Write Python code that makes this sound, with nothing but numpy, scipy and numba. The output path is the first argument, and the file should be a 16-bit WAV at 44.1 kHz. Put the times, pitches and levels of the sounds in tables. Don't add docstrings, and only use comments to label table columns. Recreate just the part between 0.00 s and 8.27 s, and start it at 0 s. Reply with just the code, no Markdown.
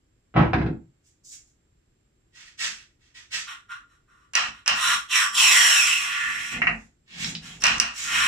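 import sys
import numpy as np
from scipy import signal
from scipy.fft import rfft, irfft
from scipy.io import wavfile
from numba import njit

SR = 44100
rng = np.random.default_rng(int(sys.argv[2]) if len(sys.argv) > 2 else 0)


def bounce(signal):
    frames = np.transpose(np.atleast_2d(signal))
    limited = np.clip(frames, -1, 1)
    pcm = np.round(limited * 32767).astype(np.int16)
    wavfile.write(sys.argv[1], SR, pcm)


N = 364707
TIME = np.arange(N) / SR
CLOCK = TIME[::32]
TAPS = 16384
GRID = np.maximum(np.arange(TAPS // 2 + 1) * SR / TAPS, 1)


# hz, level_db
AIR_COLOUR = [(15, -33.5), (25, -8), (45, -5), (110, -8), (200, -16.5), (340, -15.5), (520, -25.5),
              (920, -32.5), (1700, -30), (4400, -37), (7300, -38.5), (11000, -48.5), (15500, -52.5)]
AIR_DB = -66.5
WHINE_HZ, WHINE_WIDTH_HZ, WHINE_DB = 7430, 140, -81
# hz, t60_s
ROOM_T60 = [(100, .3), (500, 0.24), (1500, 0.26), (3000, 0.22), (7000, 0.24), (15000, 0.11)]
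# hz, likeness (-1 to 1)
LIKENESS = [(60, 1), (150, 1), (280, 0.54), (520, 0.059), (1100, 0.056), (2500, -0.04), (5000, -0.06),
            (12000, -0.78)]
# hz, difference_db
LEAN = [(100, 1), (500, -2), (1300, -1.2), (2400, -2.2), (4400, -2), (6800, -5), (7800, 0), (8800, 5),
        (15000, 10)]
CUTOFF_HZ = 15350

# time_s, impulse_db
LANDING = [(0.341, -24), (0.357, -20.5), (0.363, -6), (0.37, -17.5), (0.396, -13.5)]
# time_s, impulse_db
ROCKING = [(0.5332, -8.5), (0.5844, -19), (0.6144, -19.5), (0.6629, -22.5)]
# start_s, rise_s, hold_s, level_db
BOOM = [(.345, .024, 0.1, -12.5), (.53, 0.027, 0.15, -15.5)]
# start_s, rise_s, hold_s, level_db
SHUDDERS = [(2.6, 0.078, 0.063, -50.5), (3.3, 0.061, 0.043, -57.5), (4.34, 0.1, 0.063, -40.5),
            (4.66, 0.074, .01, -37.5), (4.82, 0.063, .08, -42), (5.12, 0.18, 1, -49),
            (6.24, 0.038, 0.23, -44.5), (6.5, 0.073, 0.18, -26.5), (7.07, 0.22, 0.043, -34.5),
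            (7.38, 0.071, 0.19, -42), (7.6, 0.063, 0.17, -31.5), (7.9, 0.33, 0.063, -34.5)]
BOOM_SAG_DB_PER_S, BOOM_RELEASE_DB_PER_S = 36, 223
SHUDDER_RELEASE_DB_PER_S = 240

# start_s, rise_s, hold_s, level_db, treble_db
SLIDES = [(1.02, .04, 0.017, -74, 13), (1.228, 0.032, 0.054, -76, 30), (1.308, 0.011, 0.012, -54.5, 10.5),
          (1.45, 0.016, 0.016, -82, 16), (5.98, 0.24, 0.63, -52.5, 6), (7.045, 0.14, .03, -40, -13),
          (7.16, 0.064, 0.068, -35.5, -2.5), (7.41, 0.04, 0.093, -48, -2), (7.92, 0.082, 0.41, -37.5, 3.5)]
# time_s, impulse_db
SNAPS = [(7.2452, -14.5), (7.351, -20)]
# start_s, rise_s, hold_s, level_db
GROAN = [(7.07, 0.25, 0.024, -39)]
SLIDE_SAG_DB_PER_S, SLIDE_RELEASE_DB_PER_S = 29, 280
GROAN_RELEASE_DB_PER_S = 77
GROAN_FIRST_HZ, GROAN_REST_HZ, GROAN_SETTLE_S = 218, 164, 0.0804

# time_s, tick_db, ring_db
TICKS = [(4.3352, -31, -46), (4.3526, -11.5, -30), (4.6603, -29.5, -41.5), (4.6777, -9, -31),
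         (7.6211, -24.5, -46), (7.6385, -11, -29), (7.655, -19, -33.5), (7.6682, -15.5, -48),
         (7.682, -21, -65), (7.7819, -27, -72), (7.7997, -9, -36.5)]
# time_s, impulse_db
BUMPS = [(6.6185, -8), (6.6703, -5.5)]

# start_s, rise_s, hold_s, level_db, treble_db
MUZZLE = [(2.31, .08, 0.088, -49.5, -4), (2.568, 0.057, 0.027, -27.5, -1.5),
          (2.755, 0.016, 0.028, -56.5, -7), (2.98, 0.045, 0.056, -64, -4), (3.135, 0.026, 0.011, -45, -4),
          (3.297, 0.045, 0.035, -31.5, -2.5)]
FLICK_SAG_DB_PER_S, FLICK_RELEASE_DB_PER_S = 32, 222
# start_s, rise_s, hold_s, level_db, treble_db, first_rasp_hz, rasp_lift_db
PUSHES = [(3.458, 0.031, 0.028, -37, -16, 1400, -38), (3.679, 0.041, 0.0062, -38.5, -13.5, 1400, 8.5),
          (3.867, 0.058, 0.022, -65.5, -7.5, 1410, 4), (4.059, 0.047, 0.14, -63, -5.5, 1400, 15),
          (4.5, 0.038, 0.051, -51.5, -17, 1400, -13), (4.715, 0.16, 0.062, -21.5, -8.5, 1300, -28),
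          (5.077, 0.084, 0.07, -18.5, -0.5, 3500, 13.5), (7.405, 0.034, 0.067, -42.5, -10.5, 7370, 3.5),
          (7.596, 0.015, .012, -40.5, -1.5, 6100, 14), (7.928, 0.035, .11, -37.5, -7.5, 7260, 9),
          (8.028, 0.17, 0.11, -20, -11.5, 1783, -7)]
PUSH_SAG_DB_PER_S, PUSH_RELEASE_DB_PER_S = 16.5, 273
# time_s, level_db, treble_db
LONG_PUSH = [(5.345, -34.5, 4), (5.393, -16.5, -2), (5.649, -18.5, -6), (5.951, -23.5, -2.5),
             (5.985, -28.5, -3.5), (6.161, -28, -16.5), (6.221, -27, -11.5), (6.509, -36, -5),
             (6.537, -30.5, -9.5), (6.59, -35.5, -22)]
# time_s, pitch_hz, lift_db
RASP = [(5.36, 3530, 9.5), (5.5, 2600, 1), (5.6, 2070, -40), (5.8, 2530, 0), (5.939, 2700, 9.5),
        (6.08, 2050, -12.5), (6.23, 1750, 14), (6.5, 2060, 5)]
RASP_REST_HZ, BEND_S = 1260, 0.1
# time_s, depth_m
DEPTH = [(5.1, .064), (5.35, .078), (5.56, .124), (5.75, .146), (5.95, .21), (6.05, .225), (8.27, .24)]
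BRUSH_REFLECTS, ECHO_REACH_M = .55, .21
ECHO_CUT_HZ = 3500

# hz, width_hz, lift_db
BENCH = [(99, 12, 6.5), (130.4, 14, 15.5), (169.2, 17, 12), (287.7, 24, 6), (321, 16, 12.5), (419, 15, 5),
         (485, 12, 2)]
# hz, width_hz, lift_db
CAN = [(1570, 130, 10), (2050, 100, 2), (2560, 420, 5.5), (4200, 1200, 5.5)]
# hz, width_hz, lift_db
BARREL = [(683, 42, 10.5), (1161.5, 15, 12.5), (1413, 23, 16.5), (1730, 54, 4.5), (1917, 210, 10.5),
          (2700, 510, 11.5), (2800, 34, -19), (3080, 30, -12.5), (3987, 95, 10), (5598, 139, 19.5),
          (6000, 320, -3), (7570, 930, 10.5), (9160, 180, 7.5)]

# hz, level_db
LANDING_COLOUR = [(60, -24), (140, -3), (300, -11), (550, -7.5), (850, -6.5), (1350, -9), (1800, -13.5),
                  (2700, -19), (4200, -36), (6000, -48.5), (9000, -79)]
# hz, level_db
RIM_COLOUR = [(260, -26.5), (450, -13), (725, -3), (979, -8), (1540, -12.5), (2350, -16.5), (2910, -26),
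              (4810, -36), (9000, -61), (11700, -102), (19800, -120)]
# hz, level_db
BENCH_COLOUR = [(20, -33), (35, -13), (60, -9.5), (125, -4), (200, -7), (330, -7.5), (480, -17),
                (900, -26.5), (2000, -80)]
# hz, level_db
SHUDDER_COLOUR = [(20, -22), (45, 9.5), (80, -4), (125, 0.5), (172, -1.5), (240, 4.5), (330, -9),
                  (480, -10.5), (900, -8.5), (2000, -86.5)]
# hz, level_db
GLOVE_COLOUR = [(290, -21), (550, -23), (1030, -12.5), (1900, 2), (3300, 0), (4800, -1.5), (7100, 7),
                (9000, -6.5), (10700, -19.5), (15500, -20)]
# hz, level_db
SNAP_COLOUR = [(400, -29), (1500, -3), (3300, 10), (5500, 5), (8000, -23), (15000, -63)]
# hz, level_db
RING_COLOUR = [(120, -48.5), (450, -15.5), (750, -4.5), (1100, 6), (1700, 4), (2150, -2), (2750, 7),
               (3600, -4), (5600, -6.5), (8000, -16.5), (10000, -29), (15000, -38.5)]
# hz, level_db
TICK_COLOUR = [(500, -27), (2000, -1.5), (4000, -10.5), (5600, 7.5), (7000, -6.5), (8700, -6),
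               (10500, -18.5), (15500, -34)]
# hz, level_db
BUMP_COLOUR = [(180, -50), (300, -17.5), (610, -31), (690, -4.5), (806, -19), (926, -8), (1540, -7),
               (1850, -1), (2860, -6.5), (3490, -29.5), (5550, -34), (12000, -66), (15600, -113.5),
               (22000, -120)]
# hz, level_db
MUZZLE_COLOUR = [(120, -17.5), (400, -21), (700, -20), (1050, -8.5), (1400, -1), (1900, 0.5), (2400, 1.5),
                 (3300, 1), (4500, -1), (6000, 0.5), (7600, -6), (9500, -15.5), (15500, -35.5)]
# hz, level_db
BORE_COLOUR = [(100, -32), (500, -29.5), (750, -18.5), (1050, -2.5), (1600, -1.5), (2400, -3.5), (3200, -1),
               (4600, -12.5), (6400, -11.5), (7800, -10.5), (10200, -15), (13000, -20), (15500, -34)]


def from_db(db):
    return 10 ** (np.asarray(db) / 20)


def rms_one(x):
    return x / np.sqrt(np.mean(x ** 2) + 1e-20)


def at_hz(points, hz):
    f, value = np.transpose(points)
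    return np.interp(np.log(hz), np.log(f), value)


def convolve(x, response):
    return signal.oaconvolve(np.atleast_2d(x), np.atleast_2d(response), axes=1)[:, :N]


def causal(level_db):
    both_sides_db = np.r_[level_db, level_db[-2:0:-1]]
    log_gain = np.log(from_db(both_sides_db))
    spectrum = np.exp(np.conj(signal.hilbert(log_gain)))
    return irfft(spectrum[:len(GRID)])


def body(x, colour, modes=(), ringing=1):
    lift = 1
    for hz, width, db in modes:
        lift = lift + (from_db(2 * db * ringing) - 1) / (1 + (2 * (GRID - hz) / width) ** 2)
    response = causal(at_hz(colour, GRID) + 10 * np.log10(np.maximum(lift, .1)))
    return convolve(x, response / np.linalg.norm(response))[0]


@njit
def moving_resonance(x, angle, radius):
    y = np.zeros(len(x))
    for i in range(2, len(x)):
        drive = (1 - radius ** 2) / 2 * (x[i] - x[i - 2])
        y[i] = drive + 2 * radius * np.cos(angle[i]) * y[i - 1] - radius ** 2 * y[i - 2]
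    return y


def bristles(per_s, spread_db, judder_db, judder_hz):
    lowpass = signal.butter(2, judder_hz, fs=SR, output="sos")
    judder = rms_one(signal.sosfilt(lowpass, rng.standard_normal(N)))
    sizes = from_db(spread_db * np.minimum(rng.exponential(1, N), 4) + judder_db * judder)
    occurs = rng.random(N) < per_s / SR
    return rms_one(occurs * sizes * rng.choice([-1, 1], N))


def rub(texture, gains):
    low, high = (rms_one(signal.sosfilt(signal.butter(5, 4500, kind, fs=SR, output="sos"), texture))
                 for kind in ("low", "high"))
    return low * gains[0] + high * gains[1]


def strokes(rows, sag_db_per_s, release_db_per_s, treble=False):
    gain = 0
    for start, rise, hold, level_db, *more in rows:
        age = CLOCK - start
        swell = np.sin(np.pi / 2 * np.clip(age / rise, 0, 1)) ** 2
        sag_db = sag_db_per_s * np.clip(age - rise, 0, hold)
        release_db = release_db_per_s * np.clip(age - rise - hold, 0, 1)
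        treble_db = more[0] if treble else 0
        gain = gain + swell * from_db(level_db - sag_db - release_db + treble_db)
    return np.interp(TIME, CLOCK, gain)


def pressure_and_speed(rows, sag_db_per_s, release_db_per_s):
    return np.array([strokes(rows, sag_db_per_s, release_db_per_s, treble) for treble in (False, True)])


def contacts(rows, chatter_s, chatter_db, column=1):
    force, age = np.zeros(N), np.arange(SR // 8) / SR
    for row in rows:
        blow = rng.standard_normal(len(age)) * np.exp(-age / chatter_s)
        blow *= from_db(chatter_db) / np.linalg.norm(blow)
        blow[0] += 1
        at = round(row[0] * SR)
        force[at:at + len(age)] += from_db(row[column]) * blow[:N - at]
    return force


def two_ears(count):
    mid, side = rfft(rng.standard_normal((2, count)))
    hz = np.maximum(np.arange(len(mid)) * SR / count, 1)
    alike = np.clip(at_hz(LIKENESS, hz), -1, 1)
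    shared = np.sqrt((1 + alike) / 2) * mid
    opposed = np.sqrt((1 - alike) / 2) * side
    return irfft(shared + opposed * [[1], [-1]], count)


def workshop(build_s):
    noise, age, tail = rfft(two_ears(TAPS)), TIME[:TAPS], 0
    for k, (_, t60) in enumerate(ROOM_T60):
        weights = [(f, j == k) for j, (f, _) in enumerate(ROOM_T60)]
        band = irfft(noise * at_hz(weights, GRID))
        tail = tail + band * from_db(-60 * age / t60) / np.sqrt(t60)
    tail = tail * (1 - np.exp(-age / build_s))
    return tail / np.linalg.norm(tail, axis=1, keepdims=True)


def place(x, room, direct_db, lag_ms):
    direct = np.array([np.interp(TIME - lag_ms / 1000, TIME, x), x])
    mixture = from_db(direct_db) * direct + convolve(x, room)
    return mixture / np.hypot(1, from_db(direct_db))


def still_air():
    rumble = np.array([body(side, AIR_COLOUR) for side in two_ears(N)])
    whine_level_db = -20 * np.log10(1 + ((GRID - WHINE_HZ) / WHINE_WIDTH_HZ) ** 2)
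    whine = convolve(two_ears(N), causal(whine_level_db))
    return from_db(AIR_DB) * rumble + from_db(WHINE_DB) * rms_one(whine)


def can_and_bench(room):
    landing = body(contacts(LANDING, chatter_s=0.045, chatter_db=9), LANDING_COLOUR, BENCH)
    rim = body(contacts(ROCKING, chatter_s=0.004, chatter_db=-2), RIM_COLOUR, CAN)
    impacts = from_db(14) * landing + from_db(15.5) * rim

    boom = body(rng.standard_normal(N), BENCH_COLOUR, BENCH)
    boom = from_db(-4.5) * boom * strokes(BOOM, BOOM_SAG_DB_PER_S, BOOM_RELEASE_DB_PER_S)
    shudder = body(rng.standard_normal(N), SHUDDER_COLOUR, BENCH, ringing=0.59)
    shudder = from_db(-11.5) * shudder * strokes(SHUDDERS, 0, SHUDDER_RELEASE_DB_PER_S)
    return (place(impacts, room, direct_db=-7.5, lag_ms=0.076)
            + place(boom + shudder, room, direct_db=3.5, lag_ms=.02))


def gloves(room):
    slips = bristles(per_s=3000, spread_db=3.5, judder_db=2, judder_hz=110)
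    slide_gains = pressure_and_speed(SLIDES, SLIDE_SAG_DB_PER_S, SLIDE_RELEASE_DB_PER_S)
    hiss = from_db(0.5) * rub(body(slips, GLOVE_COLOUR), slide_gains)
    snaps = from_db(11) * body(contacts(SNAPS, chatter_s=.002, chatter_db=5), SNAP_COLOUR)

    age = np.maximum(TIME - GROAN[0][0], 0)
    hz = GROAN_REST_HZ + (GROAN_FIRST_HZ - GROAN_REST_HZ) * np.exp(-age / GROAN_SETTLE_S)
    stick_slip = signal.sawtooth(2 * np.pi * np.cumsum(hz) / SR) + 12 * rng.standard_normal(N)
    radius = np.exp(-np.pi * 35 / SR)
    groan = rms_one(moving_resonance(stick_slip, 2 * np.pi * hz / SR, radius))
    groan = body(groan, [(250, -2.0), (900, -27.5)])
    groan = from_db(-18.0) * groan * strokes(GROAN, 0, GROAN_RELEASE_DB_PER_S)
    return (place(hiss, room, direct_db=-9.5, lag_ms=0.18)
            + place(snaps, room, direct_db=-2, lag_ms=0.05) + groan)


def ticks_and_bumps(room):
    ring_force = contacts(TICKS, chatter_s=0.067, chatter_db=5.0, column=2)
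    ring = from_db(39.5) * body(ring_force, RING_COLOUR, BARREL, ringing=0.62)
    tick = from_db(1) * body(contacts(TICKS, chatter_s=0.0019, chatter_db=18), TICK_COLOUR)
    bump_force = contacts(BUMPS, chatter_s=0.0046, chatter_db=-6.5)
    bump = from_db(18.5) * body(bump_force, BUMP_COLOUR, BARREL, ringing=0.45)
    return (place(ring, room, direct_db=-30.5, lag_ms=0.031) + place(tick, room, direct_db=7.5, lag_ms=0.06)
            + place(bump, room, direct_db=-6.5, lag_ms=0.16))


def brush_at_muzzle(room):
    slips = bristles(per_s=4000, spread_db=3.5, judder_db=2, judder_hz=90)
    flicks = body(slips, MUZZLE_COLOUR, BARREL, ringing=0.23)
    gains = pressure_and_speed(MUZZLE, FLICK_SAG_DB_PER_S, FLICK_RELEASE_DB_PER_S)
    return place(rub(flicks, gains), room, direct_db=-15.5, lag_ms=0.11)


def long_push(lead_s=0.011, fade_s=0.0062, treble_lift_db=1):
    s, level_db, treble_db = np.transpose(LONG_PUSH)
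    s = s - lead_s
    outside = np.clip(np.maximum(s[0] - TIME, TIME - s[-1]) / fade_s, 0, 20)
    low_db = np.interp(TIME, s, level_db)
    high_db = np.interp(TIME, s, level_db + treble_db + treble_lift_db)
    return np.exp(-outside) * from_db([low_db, high_db])


def rasp_tuning():
    start, *_, first_hz, lift_db = np.transpose(PUSHES)
    push = np.maximum(np.searchsorted(start, TIME) - 1, 0)
    age = np.maximum(TIME - start[push], 0)
    short_hz = RASP_REST_HZ + (first_hz[push] - RASP_REST_HZ) * np.exp(-age / BEND_S)
    s, long_hz, long_db = np.transpose(RASP)
    in_long = (TIME > LONG_PUSH[0][0]) & (TIME < LONG_PUSH[-1][0])
    hz = np.where(in_long, np.interp(TIME, s, long_hz), short_hz)
    return hz, from_db(np.where(in_long, np.interp(TIME, s, long_db), lift_db[push]))


@njit
def air_column(x, round_trip, reflection, dullness):
    y, echo = x.copy(), 0.0
    for i in range(400, len(x)):
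        at = i - round_trip[i]
        k = int(at)
        delayed = y[k] + (at - k) * (y[k + 1] - y[k])
        echo = dullness * echo + (1 - dullness) * delayed
        y[i] -= reflection[i] * echo
    return y


def brush_in_bore(rooms, rasp_width_hz=520, sway_s=0.7306):
    hz, lift = rasp_tuning()
    slips = bristles(per_s=8000, spread_db=2.7, judder_db=1.3, judder_hz=140)
    rasp = moving_resonance(slips, 2 * np.pi * hz / SR, np.exp(-np.pi * rasp_width_hz / SR))
    slips = (slips + lift * rasp) / np.sqrt(1 + 0.21 * lift * (2 + lift))

    depth = np.interp(TIME, *np.transpose(DEPTH))
    round_trip = 2 * depth / 343 * SR
    reflection = BRUSH_REFLECTS / (1 + (depth / ECHO_REACH_M) ** 10)
    air = air_column(slips, round_trip, reflection, np.exp(-2 * np.pi * ECHO_CUT_HZ / SR))
    steel = body(air, BORE_COLOUR, BARREL, ringing=0.86)
    short_pushes = pressure_and_speed(PUSHES, PUSH_SAG_DB_PER_S, PUSH_RELEASE_DB_PER_S)
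    scrape = rub(steel, short_pushes + long_push())

    turn = TIME / sway_s
    reflected = convolve(scrape * np.cos(turn), rooms[0]) + convolve(scrape * np.sin(turn), rooms[1])
    return from_db(-0.5) * reflected + from_db(-4.0) * scrape


def scene():
    rooms = [workshop(build_s=0.00064) for _ in range(6)]
    background = still_air() + can_and_bench(rooms[5])
    handling = gloves(rooms[4]) + ticks_and_bumps(rooms[3])
    return background + handling + brush_at_muzzle(rooms[2]) + brush_in_bore(rooms[:2])


def record(dry):
    lean_db = at_hz(LEAN, GRID) / 2
    heard = np.clip(convolve(dry, [causal(lean_db), causal(-lean_db)]), -1, 1)
    return signal.sosfilt(signal.ellip(10, .1, 80, CUTOFF_HZ, fs=SR, output="sos"), heard)


dry = scene()
out = record(dry)
bounce(out)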